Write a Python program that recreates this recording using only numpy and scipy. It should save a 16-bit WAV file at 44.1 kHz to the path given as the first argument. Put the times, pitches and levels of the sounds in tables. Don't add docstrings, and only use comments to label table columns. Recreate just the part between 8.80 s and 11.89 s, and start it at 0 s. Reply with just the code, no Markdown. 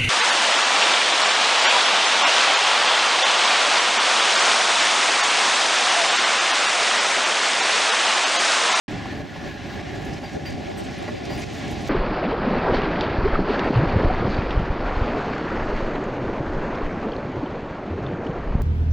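import sys
import numpy as np
from scipy import signal
from scipy.fft import rfft, irfft, next_fast_len
from scipy.io import wavfile
from scipy.ndimage import uniform_filter1d, map_coordinates

SR = 44100
rng = np.random.default_rng(int(sys.argv[2]) if len(sys.argv) > 2 else 0)


def unload_audio(sound):
    columns = np.transpose(np.atleast_2d(sound))
    steps = np.round(np.clip(columns, -1, 1) * 32767)
    wavfile.write(sys.argv[1], SR, steps.astype(np.int16))


def amplitude_ratio(level_db):
    exponent = np.asarray(level_db, float) / 20
    return 10 ** exponent


N = 136269


def along(points, hz):
    point_hz, value = np.transpose(points)
    return np.interp(np.log(hz + 1), np.log(point_hz + 1), value)


def curve(rows):
    return np.interp(np.arange(N) / SR, *np.transpose(rows))


def unit(x):
    return x / np.sqrt(np.mean(x ** 2) + 1e-20)


def wobble(knots_per_s):
    return map_coordinates(rng.standard_normal(500), [np.arange(N) * knots_per_s / SR])


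def filtered(x, response):
    size = next_fast_len(N + 8192)
    return irfft(rfft(x, size) * response(np.fft.rfftfreq(size, 1 / SR)), size)[..., :N]


def rush(spectrum, alike, patchy_db):
    grid = signal.stft(rng.standard_normal((2, N)), nperseg=512)[2]
    patches = uniform_filter1d(rng.standard_normal(grid.shape[1:]), size=6, axis=0)
    patches = uniform_filter1d(patches, size=8, axis=1)
    pair = signal.istft(grid * amplitude_ratio(patchy_db * unit(patches)), nperseg=512)[1][:, :N]

    def mid_side_gain(hz):
        angle = np.arccos(np.clip(along(alike, hz), -1, 1)) / 2
        return amplitude_ratio(along(spectrum, hz)) * [np.cos(angle), np.sin(angle)]

    mid, side = filtered(pair, mid_side_gain)
    return unit(np.array([mid + side, mid - side]))


def after(start_s):
    return np.maximum(np.arange(N) / SR - start_s, 0)


def blow(start_s, rise_s, t60_s, hold_s=0):
    return np.minimum(after(start_s) / rise_s, 1) * amplitude_ratio(-60 * after(start_s + hold_s) / t60_s)


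# time in seconds, level in dB.
ROLL_LEVEL = [(0.09, -32), (0.45, -30), (0.47, -34.5), (0.67, -31), (0.82, -33.5), (0.87, -30.5),
              (1.43, -31), (1.51, -37.5), (1.55, -29), (2.09, -32.5), (2.3, -32.5), (2.4, -38),
              (2.52, -28.5), (2.62, -33.5), (2.99, -28.5), (3.02, -32.5), (3.06, -30.5), (3.09, -32.5)]
# frequency in Hz, relative density in dB per Hz.
RUMBLE_SPECTRUM = [(20, -34), (40, -8.5), (90, -2.5), (300, -4), (450, -10.5), (800, -9), (950, -23),
                   (1500, -71.5)]
# frequency in Hz, left-right correlation (no unit).
RUMBLE_CORRELATION = [(40, .73), (150, .68), (600, .8)]


def rumble():
    lumps_db = 1.6 * wobble(16) + 0.5 * wobble(49)
    left_over_right_db = -1
    balance_db = left_over_right_db * np.array([[0.5], [-0.5]])
    noise = rush(RUMBLE_SPECTRUM, RUMBLE_CORRELATION, patchy_db=0.5)
    return amplitude_ratio(curve(ROLL_LEVEL) + lumps_db + balance_db) * noise


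# time in seconds, level in dB.
STREET_LEVEL = [(.09, -35.5), (.3, -37.5), (.5, -40.5), (.62, -38), (.76, -39.5), (1.0, -37.5),
                (1.2, -38.5), (1.38, -40.5), (1.57, -40.5), (1.75, -42.5), (1.95, -41), (2.05, -40.5),
                (2.2, -39), (2.4, -41.5), (2.49, -40), (2.62, -37), (2.9, -38), (3.09, -37.5)]
# frequency in Hz, relative density in dB per Hz.
HISS_SPECTRUM = [(100, -34), (600, -9.5), (1000, -3), (1680, -1.5), (2000, 0.5), (3760, -6.5),
                 (5900, -14.5), (6800, -19), (9000, -29.5), (11100, -41.5), (14000, -60), (15200, -57),
                 (16400, -66)]
# frequency in Hz, left-right correlation (no unit).
HISS_CORRELATION = [(800, 0.79), (2000, 0.89), (6000, 0.96), (8500, 0.84), (10000, 1)]
# frequency in Hz, gain over the near hiss in dB.
FAR_COLOUR = [(900, 0), (1400, 0.5), (1560, 2), (1650, 0.5), (1800, -1.5), (2800, -3), (3800, -3),
              (7000, -1)]
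# time in seconds, share of the far colour (0 to 1).
FAR_SHARE = [(.1, 1), (1.0, 0.49), (2.0, 0), (3.09, 0)]


def street():
    near = rush(HISS_SPECTRUM, HISS_CORRELATION, patchy_db=1.0)
    far = filtered(near, lambda hz: amplitude_ratio(along(FAR_COLOUR, hz)))
    far_share = np.clip(curve(FAR_SHARE), 0, 1)
    hiss = far_share * far + (1 - far_share) * near
    lumps_db = 0.47 * wobble(25.81) + 0.62 * wobble(39.76)
    return amplitude_ratio(curve(STREET_LEVEL) + lumps_db) * hiss


# time in seconds, level in dB.
WIND_LEVEL = [(0.09, -54), (0.4, -51), (0.46, -41), (0.55, -54), (0.8, -39), (1.0, -49), (1.1, -38),
              (1.22, -34), (1.3, -47), (1.38, -37), (1.49, -63), (1.57, -33), (1.68, -38), (1.8, -36),
              (1.89, -25.5), (1.96, -39), (2.03, -22), (2.12, -46), (2.21, -22), (2.3, -36), (2.45, -31),
              (2.57, -40), (2.64, -30), (2.7, -25), (2.78, -45), (2.85, -41), (2.94, -42), (3.09, -62)]
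# frequency in Hz, relative density in dB per Hz.
PUFF_SPECTRUM = [(30, -27), (130, 4), (240, -6.5), (400, 6.5), (600, 4.5), (820, -8), (950, -21),
                 (1300, -9), (2200, -120)]


def wind():
    shared_lumps_db = 2.8 * wobble(25.1)
    port_lumps_db = np.array([3.23 * wobble(8.3), 1.2 * wobble(22.9)])
    correlation = [(100, -0.18), (400, -0.76), (800, -0.92)]  # (Hz, left-right)
    noise = rush(PUFF_SPECTRUM, correlation, patchy_db=5.5)
    return amplitude_ratio(curve(WIND_LEVEL)) * unit(amplitude_ratio(shared_lumps_db + port_lumps_db) * noise)


# time in seconds, level in dB.
HUM_LEVEL = [(.09, -52), (.9, -46.5), (1.5, -51.5), (2.2, -55), (2.5, -58), (3.09, -55)]
# frequency in Hz, relative density in dB per Hz.
HUM_SPECTRUM = [(1540, -40), (1630, 0), (1740, -2), (1900, -14), (2200, -40)]


def hum():
    return amplitude_ratio(curve(HUM_LEVEL) + 2 * wobble(18)) * rush(HUM_SPECTRUM, HISS_CORRELATION, patchy_db=3)


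# time in seconds, level in dB.
JINGLE_LEVEL = [(.09, -78), (.8, -66), (1.5, -53), (2.0, -56), (2.4, -55), (2.6, -47.5), (3.09, -49.5)]
# frequency in Hz, relative density in dB per Hz.
JINGLE_SPECTRUM = [(2500, -42), (4500, 2.5), (6500, 1), (9000, -12), (12000, -21), (15500, -23)]


def jingle():
    ticks_db = 2 * wobble(35) + 6 * np.clip(wobble(150) - 0.8, 0, 1.2)
    noise = rush(JINGLE_SPECTRUM, HISS_CORRELATION, patchy_db=2.2)
    return amplitude_ratio(curve(JINGLE_LEVEL)) * unit(amplitude_ratio(ticks_db) * noise)


# start in seconds, level before the envelope in dB, brightest frequency in Hz.
METAL_BURSTS = [(0.101, -52, 7150), (0.131, -63.5, 6500), (.935, -60, 15500), (1.139, -62, 11000),
                (1.245, -57, 12800), (1.28, -67, 14600), (1.435, -62, 14000), (1.655, -52, 14000),
                (1.73, -66, 8100), (1.959, -59, 12400), (1.971, -50, 10000), (1.978, -45, 7900),
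                (2.033, -47, 6500), (2.175, -55, 9300), (2.219, -50, 7350), (2.285, -73.5, 15000),
                (2.5, -52, 14500), (2.545, -53, 15000), (2.574, -47.5, 9300), (2.59, -60, 13000),
                (2.665, -59, 5900), (2.729, -56, 13500), (2.768, -58, 11300), (2.906, -49, 8700),
                (2.92, -73, 13000), (3.011, -51, 7400), (3.07, -57, 13600)]
PLATE_MODES_HZ = [5700, 6500, 7400, 8060, 7800, 8700, 9740, 10100, 11800, 12400, 13600, 14600, 15500]


def rattles_and_squeal_onsets():
    rise_s, t60_s = 0.0037, 0.14
    half_width_hz, ring_db, ring_scatter_db, slope_db_per_octave = 75, 12, 6, 20
    out, t = np.zeros(N + SR), np.arange(SR // 4) / SR
    hz = np.fft.rfftfreq(len(t), 1 / SR)
    mode_hz = np.array(PLATE_MODES_HZ)[:, None]
    peaks = 1 / (1 + ((hz - mode_hz) / half_width_hz) ** 2)
    envelope = amplitude_ratio(-60 * t / t60_s) * (1 - np.exp(-t / rise_s))
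    for start_s, level_db, bright_hz in METAL_BURSTS:
        luck = rng.standard_normal((len(mode_hz), 1))
        noise = rng.standard_normal(len(t))
        tilt = amplitude_ratio(-slope_db_per_octave * np.abs(np.log2((hz + 1) / bright_hz)))
        ringing = (amplitude_ratio(ring_db + ring_scatter_db * luck) * peaks).sum(axis=0)
        burst = unit(irfft(rfft(noise) * tilt * (1 + ringing), len(t)))
        out[round(start_s * SR):][:len(t)] += amplitude_ratio(level_db) * envelope * burst
    return out[:N]


# start in seconds, burst level in dB, ring level in dB,
# dullness in dB per octave above 800 Hz.
JOINT_KNOCKS = [(0.256, -31, -41, 6), (0.326, -32, -42, 4), (0.56, -33, -43, 5), (1.429, -30, -33, 9),
                (1.437, -33, -34, 7), (2.279, -32, -36, 0), (2.285, -33, -33, 2), (2.503, -30, -35, 5),
                (2.525, -33, -37, 7)]
# frequency in Hz, relative density in dB per Hz.
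KNOCK_SPECTRUM = [(100, -16), (300, -6), (550, 5), (850, 6), (1000, -5), (2000, -9), (4000, -20),
                  (8000, -36), (16000, -46)]
# frequency in Hz, level before dullness and scatter in dB, t60 in seconds.
RAIL_MODES = [(420, -4, .07), (600, 2, .08), (780, 2, .1), (1095, -4, .06), (1400, -6, .05),
              (1675, -7, .06), (1950, -3, .07), (2330, -7, .05), (2900, -9, .04), (3400, -11, .04)]


def knocks():
    dull_from_hz, scatter_db, ring_rise_s = 800, 3, 0.0015
    burst_rise_s, burst_t60_s = 0.00089, 0.076
    hz, mode_db, t60_s = np.transpose(RAIL_MODES)[..., None]
    octaves_up = np.maximum(np.log2(hz / dull_from_hz), 0)
    ring, burst = 0, 0
    for start_s, burst_db, ring_db, dull_db in JOINT_KNOCKS:
        luck, phase_cycles = rng.standard_normal((2, len(RAIL_MODES), 1))
        t = after(start_s)
        decaying_db = mode_db - dull_db * octaves_up + scatter_db * luck - 60 * t / t60_s
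        modes = amplitude_ratio(decaying_db) * np.sin(2 * np.pi * (hz * t + phase_cycles))
        ring = ring + amplitude_ratio(ring_db) * np.minimum(t / ring_rise_s, 1) * modes.sum(axis=0)
        burst = burst + amplitude_ratio(burst_db) * blow(start_s, burst_rise_s, burst_t60_s)
    return ring + burst * rush(KNOCK_SPECTRUM, HISS_CORRELATION, patchy_db=2.0)


# start in seconds, time to decay onset in seconds, level before wavering in dB,
# pitch in Hz.
FLANGE_SQUEALS = [(1.436, 0.025, -40, 4725), (1.652, 0.028, -37, 4725), (1.715, .02, -54, 4725),
                  (2.272, .012, -52, 4740), (2.357, .03, -50, 4750), (2.492, 0.042, -43, 4780),
                  (2.535, .018, -51, 4780), (2.57, .03, -52, 4780)]
# frequency in Hz, relative density in dB per Hz.
SCRAPE_SPECTRUM = [(300, -20), (800, -2), (2000, 17), (5000, -2), (9000, -14), (12000, -30), (16000, -32)]


def squeals():
    rise_s, t60_s = 0.0089, 0.11
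    scrape_rise_s, scrape_t60_s, scrape_over_song_db = 0.0031, 0.29, 2
    shaky_s = np.arange(N) / SR + 2.5e-5 * wobble(130)
    uneven = amplitude_ratio(3 * wobble(150))
    upper = amplitude_ratio(-25 + 4 * wobble(90)) * np.sin(2 * np.pi * 13820 * shaky_s)
    song, scrape = 0, 0
    for start_s, hold_s, level_db, pitch_hz in FLANGE_SQUEALS:
        tone = uneven * np.sin(2 * np.pi * pitch_hz * shaky_s) + upper
        song = song + amplitude_ratio(level_db) * blow(start_s, rise_s, t60_s, hold_s) * tone
        scrape = scrape + amplitude_ratio(level_db + scrape_over_song_db) * blow(start_s, scrape_rise_s, scrape_t60_s)
    return song + scrape * rush(SCRAPE_SPECTRUM, HISS_CORRELATION, patchy_db=2)


def scene():
    rolling = rumble() + street() + wind() + hum() + jingle()
    return rolling + rattles_and_squeal_onsets() + knocks() + squeals()


def roll_off(x):
    return signal.sosfilt(signal.butter(12, 16440, fs=SR, output="sos"), x)


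# centre in Hz, half width at 1/e of the depth in Hz,
# depth in dB (negative = peak).
MIC_NOTCHES = [(492, 38, 10), (650, 28, 7), (290, 40, -2), (910, 50, 4), (1090, 30, -2), (1165, 28, 5),
               (1235, 25, 3), (1290, 36, 10), (1360, 50, 2), (1553, 36, 12), (1700, 110, -2),
               (16500, 700, 14)]
# start in seconds, drop in dB.
LEVEL_DROPS = [(.335, 2), (0.422, 4), (0.766, 1.5), (1.016, 5), (1.392, 5), (1.572, 4), (2.644, 7),
               (2.934, 2.5)]


def record(dry):
    drop_s, recover_s = 0.001, 0.07
    open_at_s, open_rise_s = 0.08, 0.0017

    def mic_gain(f):
        return amplitude_ratio(-sum(db * np.exp(-((f - hz) / width_hz) ** 2) for hz, width_hz, db in MIC_NOTCHES))

    notched = filtered(dry, mic_gain)
    drop_db = 0
    for start_s, db in LEVEL_DROPS:
        t = after(start_s)
        drop_db = drop_db + db * np.minimum(t / drop_s, 1) * np.exp(-t / recover_s)
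    opening = np.minimum(after(open_at_s) / open_rise_s, 1)
    return roll_off(notched * amplitude_ratio(-drop_db) * opening)


dry = scene()
out = record(dry)
unload_audio(out)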